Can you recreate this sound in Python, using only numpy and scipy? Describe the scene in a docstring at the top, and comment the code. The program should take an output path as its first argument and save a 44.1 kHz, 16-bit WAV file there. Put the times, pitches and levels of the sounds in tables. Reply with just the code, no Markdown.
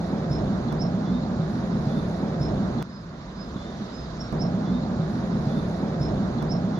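"""A far mountain slope: rocks and debris slide down with a deep rumble and boulder thuds, under a thin forest hiss
and two chirping birds. Shaped noise makes the rumble, stones, gravel and hiss; short dying low tones make the thuds;
gliding tones with echoes make the birds. The sound is edited: a loud stretch and a quiet one, cut hard, play round
and round, and each cut clicks."""
import sys
import numpy as np
from scipy import signal
from scipy.fft import rfft, irfft
from scipy.io import wavfile
from scipy.ndimage import uniform_filter1d

SR = 44100
rng = np.random.default_rng(int(sys.argv[2]) if len(sys.argv) > 2 else 0)


def inscribe(sig):
    """Save sig as 16-bit PCM at rate SR to the path in sys.argv[1].

    A 1-D sig is mono; a 2-D sig holds one channel per row.
    Samples are clipped to [-1, 1] before scaling.
    """
    pcm = np.round(np.clip(np.atleast_2d(sig).T, -1, 1) * 32767)
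    wavfile.write(sys.argv[1], SR, pcm.astype(np.int16))


N = 299439

LEAD_S = 0.00016  # the right port hears the slope and the high bird this much later [s]

# The loud and the quiet stretch; every event time below runs on this clock. The end values stand before the band limit:
# (start [s], end [s], first pressure (left, right) [full scale = 1], last pressure (left, right) [full scale = 1])
SPANS = [(.7266, 2.8266, (-.025, -.108), (-.1, -.113)), (2.8266, 4.3266, (-.006, -.012), (-.032, -.052))]
# Level of the stones and gravel (surge) and of the hiss, one list a stretch; the quiet stretch fades in:
# (time [s], surge [dB], hiss level [dB])
LEVELS = [
    [(.75, 1, -53), (1.15, -1.5, -52.5), (1.65, -.5, -52), (1.9, 1, -51), (2.15, 0, -52), (2.45, 2, -52),
     (2.8, .2, -51.5)],
    [(2.85, -15, -57), (3.05, -14, -57.5), (3.3, -10.5, -55), (3.65, -6.5, -52), (3.9, -6.5, -51.5),
     (4.3, -6, -52)],
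]
# Tone colour of the deep roll; only its shape counts: (frequency [Hz], level per Hz [dB])
DEEP_ROLL = [(15, -55.5), (25, -38), (48, -11.5), (60, -8), (80, -15), (100, -7), (171, 1), (220, 0.5),
             (275, -11.5), (350, -19.5), (460, -28), (770, -120)]
# Unsteadiness of a chirp, a peep and a whistle, in that order: (loudness [dB], share of pitch [0-1])
UNSTEADY = (1.5, .008), (2.5, .012), (1.5, .008)


def rumble(k, t):
    """The slide rolls deeply: steadied low noise that swells and sinks."""
    # Level of the roll, one list a stretch: (time [s], level [dB])
    roll_level = [
        [(.75, -27.5), (1.17, -26.5), (1.5, -28), (1.56, -25.5), (1.63, -28), (1.77, -23), (1.83, -30),
         (1.97, -26), (2.17, -29.5), (2.62, -25), (2.8, -30)],
        [(2.85, -37.5), (3.36, -40), (3.43, -37.5), (3.74, -36.5), (3.82, -33), (3.89, -40.5), (4.0, -37.5),
         (4.25, -33.5), (4.3, -38)],
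    ]
    colour = [(65, -60)] + [point for point in DEEP_ROLL if point[0] > 75]
    return noise(colour, t, np.transpose(roll_level[k]), patchy_db=1.3, size=2048, steady=0.71)


def shudder(k, t):
    """The lowest shudder: the bottom end of the roll as noise with a level curve of its own."""
    # Level of the shudder, one list a stretch: (time [s], level [dB])
    shudder_level = [
        [(.75, -40), (1.06, -49), (1.22, -37), (1.4, -46), (1.62, -38.5), (1.88, -40), (2.25, -43), (2.47, -35),
         (2.8, -45)],
        [(2.85, -52), (3.1, -48), (3.3, -46.5), (3.6, -41.5), (3.82, -52), (4.0, -41.5), (4.3, -43)],
    ]
    colour = [point for point in DEEP_ROLL if point[0] < 95] + [(110, -50), (200, -130)]
    return noise(colour, t, np.transpose(shudder_level[k]), patchy_db=.6, size=4096)


def thuds(t):
    """Each boulder gives a few low cycles that swell for some milliseconds and die."""
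    # Boulders: (time [s], level before the swell [dB], pitch [Hz], time to die by 60 dB [s])
    boulders = [(0.836, -19.5, 173, 0.31), (0.94, -15, 186, 0.078), (1.099, -20, 185.4, 0.43),
                (1.396, -16, 164, 0.12), (1.869, -11, 154, 0.057), (1.971, -11, 168, 0.061),
                (2.079, -21.5, 164, 0.13), (2.232, -14.5, 192, 0.059), (2.41, -15, 146, 0.084),
                (2.592, -17, 178, 0.11), (2.685, -34, 164, 0.09), (2.757, -18.5, 225, 0.21),
                (3.26, -39, 169, 0.16), (3.377, -28, 199, 0.14), (3.433, -35.5, 171, 0.14),
                (3.559, -13.5, 199, 0.032), (3.806, -24, 226, 0.081), (3.919, -30.5, 259, 0.11),
                (3.966, -31, 248, 0.21)]
    out = np.zeros(len(t))
    u = np.arange(SR // 4) / SR
    for s, db, hz, t60 in boulders:
        if t[0] <= s < t[-1]:
            swell = 1 - np.exp(-u / 0.0016)
            ring = np.sin(2 * np.pi * hz * u) * amp(db - 60 * u / t60) * swell
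            add(out, s - t[0], ring)
    return out


def clatter(k, t):
    """Smaller stones knock: mid-pitched noise that follows nearly all of the surge curve."""
    # Tone colour of the stones; only its shape counts: (frequency [Hz], level per Hz [dB])
    stones = [(180, -16), (300, -3.5), (387, -3.5), (448, -10.5), (498, -4), (545, -7.5), (640, -5.5),
              (780, -11), (950, -18.5), (1240, -53), (2090, -120)]
    s, surge_db, _ = np.transpose(LEVELS[k])
    level_db = -34.5 + 0.93 * surge_db
    return noise(stones, t, (s, level_db), patchy_db=1.1, size=1024, steady=.1)


def gravel(k, t):
    """Fine debris: higher noise that follows less than half of the surge curve."""
    # Tone colour of the fine debris; only its shape counts: (frequency [Hz], level per Hz [dB])
    fine_debris = [(530, -34.5), (900, -8), (984, -3), (1270, -5), (1680, -9), (2290, -17.5), (2600, -23),
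                   (3380, -30.5), (5720, -120)]
    s, surge_db, _ = np.transpose(LEVELS[k])
    level_db = -44 + 0.44 * surge_db
    return noise(fine_debris, t, (s, level_db), patchy_db=1.37, size=1024)


def chirps():
    """The high bird's sharp chirps sweep up, hold and droop; each is a list of (s, Hz, dB)."""
    # Chirps: (start [s], sweep time [s], start pitch [Hz], top pitch [Hz], peak level [dB], echo strength [dB])
    sharp_notes = [(.784, .038, 4700, 5450, -35.5, -4), (2.392, .037, 4680, 5370, -41, 1),
                   (4.19, .023, 4950, 5510, -37.5, -3)]
    hold_s, droop_s, fade_s = .006, .012, .007
    droop_hz, droop_db = -340, -11.5
    faint_db, near_db, near = -24, -4, .72  # near: share of the sweep where the note is almost at full level
    calls = []
    for s, sweep_s, low_hz, top_hz, db, echo_db in sharp_notes:
        top = s + sweep_s
        held = top + hold_s
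        drooped = held + droop_s
        rows = [(s, low_hz, db + faint_db),
                (s + near * sweep_s, low_hz + near * (top_hz - low_hz), db + near_db),
                (top, top_hz, db),
                (held, top_hz, db + near_db),
                (drooped, top_hz + droop_hz, db + droop_db),
                (drooped + fade_s, top_hz + droop_hz, db + faint_db)]
        calls.append((rows, UNSTEADY[0], echo_db))
    return calls


def peeps():
    """The high bird's soft peeps scoop up into the note and sag at the end."""
    # Peeps: (start [s], length [s], pitch [Hz], peak level [dB], place of the peak [share of length])
    soft_notes = [(2.885, .11, 5050, -56, .7), (3.348, .115, 5060, -51.5, .62),
                  (3.915, .145, 5090, -50.5, .55)]
    scoop_s, scoop_hz, sag_hz = .034, -400, -80
    early_db, end_db, echo_db = -5.5, -9, -4
    calls = []
    for s, length, hz, db, peak in soft_notes:
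        rows = [(s, hz + scoop_hz, db + end_db),
                (s + scoop_s / 2, hz + scoop_hz / 4, db + early_db),
                (s + scoop_s, hz, db + early_db),
                (s + peak * length, hz, db),
                (s + length, hz + sag_hz, db + end_db)]
        calls.append((rows, UNSTEADY[1], echo_db))
    return calls


def whistles():
    """The low bird's flat note lifts a little; a break and a higher second note follow."""
    # Whistles: (start [s], first note [s], break [s], second note [s], second pitch [Hz],
    # first note's level [dB], second note's level [dB])
    two_notes = [(1.042, .075, .022, .052, 3680, -54.5, -53), (1.878, .068, .006, .088, 3600, -56, -55.5),
                 (2.778, .075, .02, .05, 3680, -54.5, -54.5), (3.552, .095, .006, .065, 3650, -56, -56)]
    flat_hz, lift_hz, slide_hz = 3465, 60, -40
    ends_db, break_db, echo_db = -3, -16, -5
    calls = []
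    for s, first, pause, second, hz, db, next_db in two_notes:
        later = s + first + pause
        rows = [(s, flat_hz, db + ends_db),
                (s + .65 * first, flat_hz, db),
                (s + first, flat_hz + lift_hz, db + ends_db),
                (later - pause / 2, hz + 2 * slide_hz, db + break_db),
                (later, hz + slide_hz, next_db + ends_db),
                (later + .25 * second, hz, next_db),
                (later + second, hz + slide_hz, next_db + ends_db)]
        calls.append((rows, UNSTEADY[2], echo_db))
    return calls


def bird_note(rows, waver, flutter_db):
    """A near sine follows the rows (s, Hz, dB) while its pitch and loudness tremble a little."""
    s, hz, db = np.transpose(rows)
    t = np.arange(s[0], s[-1], 1 / SR)
    a, b = rng.standard_normal((len(t), 2)).T
    tremble = 1 + waver * evened(uniform_filter1d(a, size=120))
    # the root brings the smoothed noise back to a typical size of 1
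    flutter = uniform_filter1d(uniform_filter1d(b, size=300), size=300) * np.sqrt(450)
    tone = np.sin(2 * np.pi * np.cumsum(np.interp(t, s, hz) * tremble) / SR)
    loudness = amp(np.interp(t, s, db) + flutter_db * flutter)
    return np.sqrt(2) * tone * loudness * signal.windows.tukey(len(t), .15)


def trunks(x, t60):
    """Echoes from the trees: sparse taps of random sign, other ones for each side."""
    u = np.arange(SR // 2) / SR
    signs = rng.choice([-1., 1.], (2, len(u)))
    hits = rng.random((2, len(u))) < 2000 / SR  # about 2000 echoes a second
    taps = signs * hits * amp(-60 * u / t60)
    taps = taps * np.minimum(u / .015, 1)  # the nearest trees answer late
    taps = taps / np.linalg.norm(taps, axis=1)[:, None]
    return signal.fftconvolve(x[None], taps, axes=1)[:, :len(x)]


def birds(t):
    """Both birds reach the ports directly, by clear hillside echoes and by scattered tree echoes."""
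    # Clear echoes off the hillside: (delay [s], level [dB])
    hillside = [(.014, -10), (.03, -10), (.047, -12), (.064, -17)]
    # (calls, left minus right [dB], tree echo level [dB], delay of the right port [s])
    singers = ((chirps() + peeps(), -6, -6, LEAD_S), (whistles(), 3, -3, 0))
    out = 0
    for calls, pan_db, trees_db, lag_s in singers:
        song, thrown = np.zeros((2, len(t)))  # thrown: the part that goes out to be echoed
        for rows, (flutter_db, waver), echo_db in calls:
            start = rows[0][0]
            if t[0] <= start < t[-1]:
                call = bird_note(rows, waver, flutter_db)
                add(song, start - t[0], call)
                add(thrown, start - t[0], call * amp(echo_db))
        direct = np.array([song, np.roll(song, round(lag_s * SR))])
        tree_echoes = trunks(thrown, t60=.22)
        hill_echoes = sum(amp(db) * np.roll(thrown, round(s * SR)) for s, db in hillside)
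        heard = direct + hill_echoes + amp(trees_db) * tree_echoes
        out = out + heard * amp([[pan_db / 2], [-pan_db / 2]])
    return out


def forest_hiss(k, t):
    """The forest hisses thinly: high noise with a slow level curve."""
    # Tone colour of the forest; only its shape counts: (frequency [Hz], level per Hz [dB])
    forest = [(2000, -40), (2500, -10), (3060, -8), (3400, -5), (3630, 0), (4300, -2), (4910, -5),
              (5650, -7.5), (6730, -11), (7400, -16), (7900, -29), (8600, -42), (12000, -58), (14000, -70)]
    s, _, hiss_db = np.transpose(LEVELS[k])
    return noise(forest, t, (s, hiss_db), patchy_db=1.54, size=512)


def top_fizz(k, t):
    """A faint fizz flickers at the very top: noise in short frames with strong patches."""
    # Tone colour of the fizz; only its shape counts: (frequency [Hz], level per Hz [dB])
    fizz = [(8200, -40), (9200, -9), (10000, -4), (10900, 0), (11500, -2), (11900, -25), (13000, -45)]
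    # Level of the fizz, one list a stretch: (time [s], level [dB])
    fizz_level = [
        [(.75, -73.5), (.85, -77.5), (1.44, -77), (1.5, -70), (1.7, -73.5), (2.0, -67.5), (2.22, -72.5),
         (2.38, -77), (2.42, -66.5), (2.48, -79.5), (2.6, -71.5), (2.8, -78)],
        [(2.85, -83), (3.25, -83), (3.55, -77.5), (4.3, -78)],
    ]
    return noise(fizz, t, np.transpose(fizz_level[k]), patchy_db=2.5, size=256)


def noise(spectrum, t, rows, patchy_db, size, steady=0.):
    """Random short-time spectra with drifting patches, played along a level curve; steady irons out chance swells."""
    frames, hz = len(t) // (size // 4) + 5, np.fft.rfftfreq(size, 1 / SR)
    a, b, c, d, patches = rng.standard_normal((frames, len(hz), 5)).T
    patches = evened(uniform_filter1d(uniform_filter1d(patches, size=8, axis=0), size=8, axis=1))
    colour = amp(read(spectrum, hz)[:, None] + patchy_db * patches)
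    z = np.array([a + 1j * b, c + 1j * d]) * colour  # two unrelated noises of one colour
    pair = signal.istft(z, nperseg=size, noverlap=3 * size // 4)[1][:, :len(t)]
    swell = uniform_filter1d(uniform_filter1d(pair ** 2, size=size // 2), size=size // 2)
    pair = pair / (abs(swell) + 1e-20) ** (np.clip(steady, 0, 1) / 2)
    return evened(pair) * amp(np.interp(t, *rows))


def ports(a, b):
    """Two microphone ports: the right hears a later, partly mixed with the unrelated b, and tilted."""
    # How alike the two sides are: (frequency [Hz], likeness [0-1])
    likeness = [(30, .98), (125, .993), (250, .965), (460, .84), (900, .55), (1800, .3), (3500, .22),
                (7000, .22)]
    # Balance of the sides: (frequency [Hz], left minus right [dB])
    balance = [(60, -2), (100, 0), (170, -0.5), (290, -1.5), (500, -1), (840, -7), (1430, -5.5),
               (2420, -0.5), (4100, -5.5), (6960, -2), (10000, -4.5)]
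    hz = np.fft.rfftfreq(len(a), 1 / SR)
    same = np.clip(read(likeness, hz), 0, 1)
    tilt = amp(read(balance, hz) / 2)  # half goes to each side
    delayed = rfft(a) * np.exp(-2j * np.pi * hz * LEAD_S)
    right = same * delayed + np.sqrt(1 - same ** 2) * rfft(b)
    return irfft(np.array([rfft(a) * tilt, right / tilt]), len(a))


def amp(db):
    """Turn decibels into a plain factor."""
    return 10 ** (np.asarray(db) / 20)


def evened(x):
    """Scale a signal to an average (RMS) size of 1."""
    return x / np.sqrt(np.mean(x ** 2) + 1e-20)


def read(points, hz):
    """Read a curve between its points, on a logarithmic frequency axis."""
    f, value = np.transpose(points)
    return np.interp(np.log(hz + 1), np.log(f + 1), value)


def add(mix, s, sound):
    """Mix a sound in at s seconds, cut off at the end of the mix."""
    part = mix[round(s * SR):][:len(sound)]
    part += sound[:len(part)]


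def stretch(k):
    """One uncut stretch of the slope; its two ends stand at the pressures where the cuts fell."""
    start, end, first, last = SPANS[k]
    t = start + np.arange(round((end - start) * SR)) / SR
    slope = shudder(k, t) + rumble(k, t) + clatter(k, t) + gravel(k, t)
    slope += forest_hiss(k, t) + top_fizz(k, t)
    slope += thuds(t)
    out = ports(*slope) + birds(t)
    # a quickly dying 170 Hz swing bends each end to its pressure
    settle = np.exp(-(t - start) / .004) * np.cos(2 * np.pi * 170 * (t - start))
    head = np.outer(first - out[:, 0], settle)
    tail = np.outer(last - out[:, -1], settle[::-1])
    return out + head + tail


def scene():
    """The stretches, butted together; the first is already under way."""
    # Which stretch follows which: (stretch number, 0 = loud, 1 = quiet)
    play_order = [0, 0, 1, 0, 0]
    parts = [stretch(0), stretch(1)]
    tape = np.hstack([parts[k] for k in play_order])
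    # only the last bit of the first stretch is heard, as long as its start time on the clock
    skip = parts[0].shape[1] - round(SPANS[0][0] * SR)
    return tape[:, skip:skip + N]


def record(dry):
    """The band limit: a steep filter takes away what lies above about 15.7 kHz."""
    edge_hz = 15700
    lowpass = signal.firwin(511, edge_hz, window=("kaiser", 9), fs=SR)
    return signal.oaconvolve(dry, lowpass[None], "same")


dry = scene()
out = record(dry)
inscribe(out)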